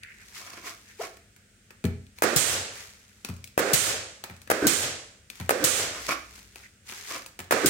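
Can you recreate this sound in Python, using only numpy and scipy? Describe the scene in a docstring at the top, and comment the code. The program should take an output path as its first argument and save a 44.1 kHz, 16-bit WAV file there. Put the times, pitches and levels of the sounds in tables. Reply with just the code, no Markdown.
"""In a humming workshop, steel parts click, hose and clothes shuffle, gritty shoes scuff and a sole squeaks.
A pneumatic nail gun's nose lands on a planked wooden hull, its trigger clicks, and it fires: five shots in all.
Each shot is a driver blow, a recoil clatter and the boom of the hull; then the piston knocks home and air exhausts.
Blows ring decaying modes; air and friction are coloured noise under envelopes. A footfall rumbles before the last shot."""
import sys
import numpy as np
from scipy import signal
from scipy.fft import rfft, irfft, next_fast_len
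from scipy.io import wavfile
from scipy.ndimage import uniform_filter1d, minimum_filter1d

SR = 44100
rng = np.random.default_rng(int(sys.argv[2]) if len(sys.argv) > 2 else 0)


def wav_out(sig):
    """Save sig, one row per channel (or a flat mono array), as 16-bit PCM at SR to the path in sys.argv[1]."""
    wavfile.write(sys.argv[1], SR, np.round(np.clip(np.atleast_2d(sig).T, -1, 1) * 32767).astype(np.int16))


N = 339129
TIME = np.arange(N) / SR

# Table levels are relative unless marked rms; the functions trim them.
# shots: (time [s], blow [dB], recoil [dB], hull boom [dB], hollow ring [dB])
SHOTS = [(2.2225, -2.5, -5.5, 2, -1), (3.5782, -3.5, 1, 2, 7), (4.5017, -6, 9.5, 2.5, 4.5),
         (5.4938, -1, 7.5, 2.5, 10), (7.5100, -4.5, 5.5, 3, 2)]
# trigger releases that vent the cylinder: (time [s], level [dB], length [share of usual], low puff [dB])
VENTS = [(2.3611, 1.5, 0.99, 0), (3.7329, 1.5, 0.93, -1.5), (4.6679, 2, 0.89, -3.5),
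         (5.6395, 1.5, 0.95, -7), (7.6588, -1.5, 0.46, -6.5)]
# piston knocking home just before the vent opens: (time [s], knock [dB], first touch [dB])
KNOCKS = [(2.356, -15, -4), (3.715, -7, -14), (4.651, 6.5, 9.5), (5.629, -1, 2.5), (7.645, 6, -27)]
# trigger and safety catch: (time [s], steel ring [dB], woody tap [dB], bright snap [dB])
CLICKS = [(0.034, -34, -69, -47), (1.17, -48, -48, -45), (1.363, -57, -51.5, -48), (1.706, -48, -43, -44),
          (2.067, -50, -71, -58), (2.186, -37, -45, -39), (3.248, -26, -34.5, -27), (3.365, -52, -72, -44),
          (3.442, -34, -69, -33), (3.475, -41, -68, -41), (4.239, -28, -31, -29), (4.417, -45, -52, -41),
          (4.475, -40, -41, -46), (5.301, -28.5, -44, -33), (5.355, -44.5, -70, -42),
          (6.558, -35, -43, -42), (6.897, -35, -41, -41), (6.923, -37, -36.5, -40),
          (7.262, -37, -43.5, -32.5)]
# nose landing on the hull: (time [s], thump [dB], contact low-pass [Hz], steel tip [dB], woody tap [dB],
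# bright snap [dB], bounce re first touch [dB])
BUMPS = [(1.841, 5, 556, -32.5, -35, -33.5, 2.5), (3.288, -5, 225, -37.5, -37.5, -36, -7),
         (4.298, -16, 198, -47, -38, -51, -6), (5.4, -5, 173, -33, -32, -37, -6.5),
         (6.38, -46, 303, -50, -46, -54, -8), (7.391, -15, 109, -33.5, -32.5, -30, -3)]
# hull panel modes: (frequency [Hz], level [dB], t60 [s])
HULL_MODES = [(65.3, -19, 1), (88, -4.5, 0.38), (122.9, -2, 0.34), (180.3, -3.5, 0.24), (200, -8, 0.22),
              (222.6, 2, 0.18), (264, -0.5, 0.12), (342, -3.5, 0.083), (410, -1.5, 0.12), (484, -9.5, 0.14),
              (501, -22, 0.18), (648, -14.5, 0.2)]
# plank right under the nose: (frequency [Hz], level [dB], t60 [s])
PLANK_MODES = [(318, -8, 0.014), (670, 1, 0.0074), (1235, -9.5, 0.036), (1570, -6, 0.0076),
               (2510, -17, 0.025)]
# gun steel at size 1, before hand damping: (frequency [Hz], level [dB], t60 [s])
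GUN_MODES = [(2364, 10, 0.036), (3500, 9, 0.004), (4300, 5, 0.012), (6200, 6.5, 0.0029),
             (9980, -3.5, 0.014)]
# what the piston sets ringing: (frequency [Hz], level [dB], t60 [s])
PISTON_MODES = [(256, -6.5, 0.048), (380, -1, 0.029), (503, -2.5, 0.0082), (1540, -11.5, 0.033)]
# staging boards under gritty soles: (frequency [Hz], level [dB], t60 [s])
BOARD_MODES = [(338, -3.5, 0.031), (532, -2.5, 0.015), (700, -8, .04), (1053, -1, .025), (1250, 1, 0.022),
               (1770, -3.5, 0.017), (2310, -0.5, 0.019), (2600, -5, 0.012)]
# shoe scuffs: (time [s], level [dB], half length [s])
SCUFFS = [(0.42, -49, 0.019), (0.475, -43.5, 0.011), (0.503, -42, 0.0034), (0.535, -46, 0.014),
          (0.577, -42.5, 0.0098), (0.677, -42, 0.033), (1.016, -44.5, 0.014), (1.041, -38.5, 0.015),
          (5.967, -41, 0.042), (6.091, -26, 0.0051), (6.118, -26.5, 0.017), (7.108, -39.5, 0.013),
          (7.157, -36.5, 0.023)]
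# sole squeaks: (time [s], pitch at that time [Hz], level [dB])
SQUEAKS = [(1.003, 454, -26), (1.016, 700, -26.5)]
# movements that rustle the clothes: (time [s], level [dB], half length [s])
RUSTLES = [(.28, -58.5, 0.17), (.37, -46.5, 0.027), (.52, -56.5, 0.18), (.675, -42.5, 0.02),
           (.895, -63, 0.023), (1.025, -46.5, 0.034), (2.18, -58, 0.019), (2.78, -47.5, 0.06),
           (3.05, -65.5, 0.27), (4.35, -66, 0.12), (5.39, -54, 0.067), (6.04, -43, 0.072),
           (6.36, -55, 0.066), (6.59, -56, 0.047), (6.9, -45.5, 0.034), (7.0, -48, 0.061),
           (7.11, -41.5, 0.047)]
# tugs that slide the air hose: (time [s], level [dB], half length [s])
HOSE_TUGS = [(.04, -52, 0.013), (.1, -51.5, 0.038), (.22, -59, 0.024), (.9, -56.5, .025), (2.81, -54, .02),
             (6.65, -53, 0.015)]
# staging rumbling under a footstep: (time [s], level [dB], half length [s])
FOOTFALLS = [(6.14, -55, 0.16)]
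# machine hum: (frequency [Hz], level [dB rms])
HUM = [(49, -84.5), (100, -70.5), (201, -72.5), (233, -84)]
# noise spectrum of the hull boom: (frequency [Hz], level per Hz [dB])
BOOM_SPECTRUM = [(50, -87), (110, -59), (200, -10.5), (330, -4), (490, 0), (640, -1.5), (950, -12.5),
                 (1150, -6.5), (1550, -4.5), (2250, -10), (3000, -16.5), (8000, -19.5), (11000, -29),
                 (16000, -34)]
# steel on steel in a shot: (frequency [Hz], level per Hz [dB])
CRACK_SPECTRUM = [(300, 4), (1700, 8), (2400, 2.5), (3200, -5), (6000, -3.5), (9500, -1.5), (15000, -8.5)]
# sharp air jet, also the bright snaps: (frequency [Hz], level per Hz [dB])
JET_SPECTRUM = [(200, -29.5), (900, -25), (2000, -19.5), (4000, -12), (8300, -7), (11000, -13),
                (15500, -15)]
# exhaust hiss: (frequency [Hz], level per Hz [dB])
HISS_SPECTRUM = [(590, -51), (1000, -9.5), (1380, -0.5), (1570, -3.5), (1930, -0.5), (2760, -3.5),
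                 (3070, -1), (5150, -3), (6650, 3), (8670, 3.5), (9730, -1), (15100, -10.5), (15800, -12)]
# duller exhaust rush: (frequency [Hz], level per Hz [dB])
RUSH_SPECTRUM = [(45, -15), (95, 7.5), (170, -6.5), (300, -2.5), (520, 6), (720, 1.5), (920, -3.5),
                 (1500, 2), (2500, 1), (4500, -0.5), (7500, -0.5), (10500, -15), (15500, -49)]
# shoe sole friction: (frequency [Hz], level per Hz [dB])
SOLE_SPECTRUM = [(120, -19), (316, -2), (546, -14), (655, 5), (835, -3.5), (1080, -2), (1400, 4.5),
                 (1900, -1), (2300, 2.5), (3800, -6.5), (5460, -1), (15000, -20)]
# cloth friction: (frequency [Hz], level per Hz [dB])
CLOTH_SPECTRUM = [(150, -50), (250, -22), (427, 0.5), (553, -35), (742, -6), (1760, 3), (2240, 4),
                  (2850, -0.5), (6540, 1.5), (15500, -15)]
# hose friction: (frequency [Hz], level per Hz [dB])
RUB_SPECTRUM = [(900, -33), (1450, 6), (2000, 13), (2600, 5), (3400, -16), (9000, -29)]
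# woody taps: (frequency [Hz], level per Hz [dB])
WOOD_SPECTRUM = [(150, -3), (500, -4.5), (950, -4), (1400, -2.5), (2200, -4.5), (5000, -22.5)]
# quiet workshop air: (frequency [Hz], level per Hz [dB])
AIR_SPECTRUM = [(42, 8.5), (100, 7), (160, -1.5), (235, 1.5), (280, -6), (450, -6.5), (600, -11),
                (1020, -24), (1400, -7.5), (2200, -9), (4300, -15), (8700, -11.5), (11000, -26.5),
                (15800, -28)]
# footfall rumble: (frequency [Hz], level per Hz [dB])
THUD_SPECTRUM = [(42, -17), (58, 13), (85, -7), (140, -23), (300, -42), (2000, -90)]
# colour difference of the two microphones: (frequency [Hz], left minus right [dB])
BALANCE_DB = [(60, 3.5), (150, 1), (500, 2.5), (1500, -1.5), (4000, -0.5), (8300, -1), (11000, 8),
              (15000, 11.5)]
# likeness of noise at the two microphones: (frequency [Hz], correlation [-1..1])
LIKENESS = [(60, 1), (200, 0.95), (500, 0.81), (900, 0.3), (1400, 0.043), (2500, 0.17), (5000, -0.12),
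            (15000, 0.2)]

RECOIL_DELAY_S = 0.0145
TOUCH_LEAD_S, SECOND_TOUCH_SHARE = 0.027, 0.36
STEEL_DAMPED_T60_S = 0.013  # longest ring the hand allows
STEEL_SIZES = (0.94, 0.98, 1.02)
TIP_BOUNCE_S = 0.011
RATTLE_DELAY_S, RATTLE_SPREAD_S, RATTLE_DB = 0.023, 0.05, -50
SQUEAK_HALF_S, SQUEAK_GLIDE_HZ_PER_S = 0.0043, 8700
GRIT_PER_S, GRIT_DB, GRIT_SLOT_SAMPLES = 240, -4, 20
RUSTLE_RISE = 0.66  # cloth catches faster than it lets go
ROOM_T60_S, AIR_FADE_HZ = 0.41, 5830
LIMIT_DB, HOLD_S, RELEASE_DB_PER_S = -7, 0.082, 138
CUTOFF_HZ, CLIP_LEVEL = 16000, 0.56


def shots():
    """The driver punches the plank; the gun recoils and clatters back; the whole hull rings and booms."""
    s, db, recoil_db, boom_db, hollow_db = np.transpose(SHOTS)
    recoil_s = s + RECOIL_DELAY_S
    blow = -strike(s - 0.0003, db, PLANK_MODES, vary_db=2.5)
    rebound = strike(recoil_s, recoil_db - 9.5, PLANK_MODES, vary_db=2.0)
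    punch = from_the_gun(lowpass(blow + rebound, hz=3120))

    # steel meets steel at the blow and twice in the recoil
    steel = bursts(s - 0.0008, db - 14, t60_s=0.087)
    steel += bursts(recoil_s - 0.004, db - 18, t60_s=0.035)
    steel += bursts(recoil_s - 0.001, db - 14, t60_s=0.053)

    # the hard recoil favours upper panel modes; above them modes merge into a noisy boom
    click = impulses(recoil_s, boom_db - 27)
    panel = from_the_gun(hull(click - lowpass(click, hz=600), vary_db=0.5))
    boom = blasts(s, boom_db - 22, attack_s=0.0055, swell_db=8.5, swell_s=0.022, hold_s=0.054,
                  release_db_per_s=109) * noise(BOOM_SPECTRUM)
    hollow = blasts(s, hollow_db - 29.5, attack_s=0.015, swell_db=0, swell_s=0.012, hold_s=0.013,
                    release_db_per_s=88.5) * hull_hollow(t60_s=0.029)

    out = hollow * pan(db=-2) + punch * pan(db=2.5)
    out += steel * noise(CRACK_SPECTRUM) * pan(db=5)
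    return out + panel * pan(db=-5.5) + boom * pan(db=-3.5)


def hull(force, vary_db=0):
    """The planked panel rings as a sum of decaying modes of alternating sign."""
    out = 0
    for k, (hz, db, t60_s) in enumerate(HULL_MODES):
        gain = from_db(db + vary_db * rng.standard_normal())
        out = out + (-1) ** k * gain * ring(force, hz, t60_s)
    return out


def hull_hollow(t60_s):
    """Air in the hollow of the hull rings at two close pitches when noise drives it; rms 1."""
    drive = noise(BOOM_SPECTRUM)
    return rms_one(ring(drive, 507, t60_s) + from_db(-4) * ring(drive, 423, t60_s))


def piston():
    """The returning piston touches twice at shrinking gaps, then knocks dully through gun and planks."""
    s, db, touch_db = np.transpose(KNOCKS)
    times_s = np.r_[s - TOUCH_LEAD_S, s - TOUCH_LEAD_S * SECOND_TOUCH_SHARE, s]
    levels_db = np.r_[touch_db, (touch_db + db) / 2, db] - 20
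    knocks = strike(times_s, levels_db, PISTON_MODES, vary_db=1)
    return workshop(knocks * pan(db=-0.5), wet_db=-0.5)


def exhaust():
    """The valve pops with a low puff and sharp jet; as pressure falls, hiss gives way to a duller rush."""
    s, db, length, puff_db = np.transpose(VENTS)
    puff = lowpass(ring(impulses(s + 0.001, puff_db - 18.5), hz=159, t60_s=0.049), hz=635)
    jet = lowpass(bursts(s, db - 12, t60_s=0.12), hz=203) * noise(JET_SPECTRUM)
    hiss = blasts(s, db - 20.5, attack_s=0.012, swell_db=-10.8, swell_s=0.015, hold_s=0.31,
                  release_db_per_s=294, stretch=length) * noise(HISS_SPECTRUM)
    rush = blasts(s, db - 29, attack_s=0.0028, swell_db=-2.5, swell_s=0.15, hold_s=0.08,
                  release_db_per_s=92, stretch=length) * noise(RUSH_SPECTRUM)
    out = workshop(puff * pan(db=-14), wet_db=-8.5) + jet * pan(db=9.5)
    return out + hiss * pan(db=-4) + rush * pan(db=-1)


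def clicks():
    """Hand-damped steel parts of three sizes snap; the tip lands twice, and a loose part ticks after it."""
    tips, rattles = [], []
    for s, _, _, tip_db, tap_db, bright_db, bounce_db in BUMPS:
        for lag_s, change_db in ((0, 0), (TIP_BOUNCE_S, bounce_db)):
            tips.append((s + lag_s, tip_db + change_db, tap_db + change_db, bright_db + change_db))
        rattle_s = s + RATTLE_DELAY_S + RATTLE_SPREAD_S * rng.random()
        rattles.append((rattle_s, RATTLE_DB, RATTLE_DB - 14, RATTLE_DB + 3))
    s, db, wood_db, snap_db = np.transpose(CLICKS + tips + rattles)

    # deal the clicks out in turn to the sizes; larger parts ring lower
    steel = 0
    for k, size in enumerate(STEEL_SIZES):
        turn = slice(k, None, len(STEEL_SIZES))
        modes = [(hz / size, level_db, min(t60_s, STEEL_DAMPED_T60_S)) for hz, level_db, t60_s in GUN_MODES]
        steel = steel + strike(s[turn], db[turn] - 9, modes, vary_db=2)

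    snap = lowpass(bursts(s - 0.001, snap_db - 4, t60_s=0.024), hz=301) * noise(JET_SPECTRUM)
    tap = lowpass(bursts(s - 0.001, wood_db, t60_s=0.03), hz=300) * noise(WOOD_SPECTRUM)
    out = workshop(from_the_gun(steel) * pan(db=7), wet_db=-11.5)
    out += workshop(snap * pan(db=0.5), wet_db=-3)
    return out + workshop(tap * pan(db=2), wet_db=-5)


def bumps():
    """The nose lands on the hull; a softer contact wakes only the lowest panel modes."""
    force = sum(lowpass(impulses(np.array([s]), [db - 28.5]), hz) for s, db, hz, *_ in BUMPS)
    return workshop(hull(force) * pan(db=1.5), wet_db=-9)


def shoes():
    """Soles rub, crush grit and squeak on the staging, with room reflections."""
    pressure = strokes(SCUFFS, settle_db=14.5)
    scuffs = from_db(-2) * pressure * rubbing(SOLE_SPECTRUM)
    return workshop(scuffs + grit(pressure) + squeak(), wet_db=-8.5)


def grit(pressure):
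    """Grains crushed under a sliding sole knock on the boards, harder the more it presses."""
    slots = np.arange(0, N - 1, GRIT_SLOT_SAMPLES)
    hits = slots[rng.random(len(slots)) < GRIT_PER_S * GRIT_SLOT_SAMPLES / SR]
    pressure_db = 20 * np.log10(pressure[hits] + 1e-9)
    return strike(hits / SR, GRIT_DB + pressure_db, BOARD_MODES, vary_db=3.5)


def squeak():
    """Rubber sticks and slips in short rising chirps with a weak octave."""
    out = 0
    for s, hz, db in SQUEAKS:
        age_s = TIME - s
        phase = 2 * np.pi * (hz + SQUEAK_GLIDE_HZ_PER_S * age_s / 2) * age_s
        tone = np.sin(phase) + 0.25 * np.sin(2 * phase)
        out = out + strokes([(s, db, SQUEAK_HALF_S)], settle_db=31) * tone
    return out


def clothes():
    """Moving cloth rubs in grainy strokes."""
    return from_db(3) * strokes(RUSTLES, settle_db=7, rise=RUSTLE_RISE) * rubbing(CLOTH_SPECTRUM) * pan(db=1)


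def hose():
    """The tugged air hose slides with grainy friction."""
    return from_db(3) * strokes(HOSE_TUGS, settle_db=8) * rubbing(RUB_SPECTRUM)


def footfall():
    """The staging rumbles as low noise under a footstep."""
    return strokes(FOOTFALLS, settle_db=6) * noise(THUD_SPECTRUM)


def background():
    """Steady air noise and a machine hum of plain sines."""
    out = from_db(-59.5) * noise(AIR_SPECTRUM) * pan(db=-0.5)
    for hz, rms_db in HUM:
        out = out + np.sqrt(2) * from_db(rms_db) * np.sin(2 * np.pi * (hz * TIME + rng.random()))
    return out


def workshop(x, wet_db):
    """Add diffuse reflections; the treble is absorbed first."""
    t = TIME[:SR]
    scatter = noise([(40, 0), (16000, 0)])[:, :SR]
    dull = lowpass(scatter, AIR_FADE_HZ)
    tail = dull + 0.79 * (scatter - dull) * from_db(-120 * t)
    tail = tail * from_db(-60 * t / ROOM_T60_S) * np.minimum(t / 0.00067, 1)
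    response = rms_one(tail) / np.sqrt(SR)
    echo = signal.fftconvolve(x * np.ones((2, 1)), response, axes=1)[:, :N]
    return x + from_db(wet_db) * pan(db=-3.5) * echo


def from_the_gun(x):
    """Direct sound reaches the right microphone 0.33 ms later."""
    return np.array([x, np.interp(TIME - 0.00033, TIME, x)])


def strike(times_s, db, modes, vary_db):
    """Every blow excites each mode with a strength of its own."""
    out = 0
    for k, (hz, level_db, t60_s) in enumerate(modes):
        blow_db = db + level_db + vary_db * rng.standard_normal(len(times_s))
        out = out + (-1) ** k * ring(impulses(times_s, blow_db), hz, t60_s)
    return out


def ring(force, hz, t60_s):
    """Two-pole resonator: a unit click rings a decaying sine of starting height about 1."""
    r, w = from_db(-60 / (t60_s * SR)), 2 * np.pi * hz / SR
    return signal.lfilter([0, np.sin(w)], [1, -2 * r * np.cos(w), r * r], force + 1e-18)


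def impulses(times_s, db):
    """One single-sample click at each time."""
    out = np.zeros(N)
    out[np.round(times_s * SR).astype(int)] = from_db(db)
    return out


def bursts(times_s, db, t60_s):
    """Envelope that jumps up at each time and dies away exponentially."""
    return signal.lfilter([1], [1, -from_db(-60 / (t60_s * SR))], impulses(times_s, db) + 1e-18)


def blasts(times_s, db, attack_s, swell_db, swell_s, hold_s, release_db_per_s, stretch=1):
    """Blasts open fast, swell (or sink if swell_db < 0), linger, then fall; stretch scales their time."""
    out = 0
    for s, peak_db, length in np.broadcast(times_s, db, stretch):
        age = np.clip((TIME - s) / length, 0, 2)
        rise_db = swell_db * np.minimum(age / swell_s - 1, 0)
        fall_db = release_db_per_s * (np.hypot(np.maximum(age - swell_s, 0), hold_s) - hold_s)
        out = out + np.minimum(age / attack_s, 1) ** 2 * from_db(peak_db + rise_db - fall_db)
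    return out


def strokes(rows, settle_db, rise=1):
    """Movements swell like a bell curve (rise scales its width), then tend to settle_db per half length."""
    level = 0
    for s, db, half_s in rows:
        u = np.clip((TIME - s) / half_s, -20, 20)
        swell = np.exp(-np.maximum(u / rise, -10) ** 2 / 2)
        settle = from_db(settle_db * (1 - np.hypot(1, u)))
        level = level + from_db(db) * np.where(u < 0, swell, settle)
    return level


def rubbing(spectrum):
    """Friction catches and slips: lows, mids and highs each come in grains of their own; rms 1."""
    hiss = noise(spectrum)
    low, below_treble = lowpass(hiss, hz=800), lowpass(hiss, hz=3000)
    bands = (low, below_treble - low, hiss - below_treble)
    out = 0
    for band, grain_hz in zip(bands, (80, 130, 220)):
        flicker_db = 2.6 * rms_one(lowpass(rng.standard_normal(N), grain_hz))
        out = out + band * from_db(flicker_db)
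    return rms_one(out)


def noise(spectrum):
    """Stereo noise of a given colour, its channels correlated as in LIKENESS; rms 1."""
    size = next_fast_len(N)
    hz = np.fft.rfftfreq(size, 1 / SR)
    mid, side = rfft(rng.standard_normal((2, size)))
    alike = np.clip(at_hz(LIKENESS, hz), -1, 1)
    bass_cut = np.minimum(hz / spectrum[0][0], 1) ** 2
    gain = from_db(at_hz(spectrum, hz)) * bass_cut * (hz < CUTOFF_HZ)
    stereo = np.sqrt(1 + alike) * mid + np.sqrt(1 - alike) * side * [[1], [-1]]
    return rms_one(irfft(gain * stereo, size)[:, :N])


def lowpass(x, hz):
    """Gentle causal second-order low-pass."""
    return signal.sosfilt(signal.butter(2, min(hz, 0.45 * SR), fs=SR, output="sos"), x + 1e-18)


def at_hz(points, hz):
    """Read a table along log frequency."""
    f, value = np.transpose(points)
    return np.interp(np.log(hz + 0.0009), np.log(f), value)


def pan(db):
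    """Left and right gains for a level difference."""
    return from_db([[db / 2], [-db / 2]])


def rms_one(x):
    """Scale to rms 1."""
    return x / np.sqrt(np.mean(x ** 2) + 1e-20)


def from_db(db):
    """Decibels to amplitude gain."""
    return 10 ** (np.asarray(db) / 20)


def limiter(x):
    """Each channel is turned down at once by a peak, held there, then let up at a steady rate."""
    over_db = np.maximum(20 * np.log10(np.abs(x) + 1e-9) - LIMIT_DB, 0)
    half = int(HOLD_S * SR / 2)
    held_db = -minimum_filter1d(-over_db, 2 * half + 1, origin=half, axis=1)
    release_db = RELEASE_DB_PER_S * TIME
    cut_db = np.maximum.accumulate(held_db + release_db, axis=1) - release_db
    return x * from_db(-uniform_filter1d(cut_db, size=40, axis=1))


def scene():
    """The gun and its user over the quiet air and hum of the workshop."""
    gun = shots() + piston() + exhaust() + clicks() + bumps()
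    user = shoes() + clothes() + hose() + footfall()
    return gun + user + background()


def record(dry):
    """Two microphones of unlike colour; deep bass is cut, peaks are limited and clipped, the top is cut."""
    size = next_fast_len(N + SR)
    tilt_db = at_hz(BALANCE_DB, np.fft.rfftfreq(size, 1 / SR))
    heard = irfft(rfft(dry, size) * from_db([tilt_db / 2, -tilt_db / 2]), size)[:, :N]
    heard = signal.sosfilt(signal.butter(4, 42, "high", fs=SR, output="sos"), heard)
    clipped = np.clip(limiter(heard), -CLIP_LEVEL, CLIP_LEVEL)
    return signal.sosfilt(signal.ellip(10, 0.2, 70, CUTOFF_HZ, fs=SR, output="sos"), clipped)


dry = scene()
out = record(dry)
wav_out(out)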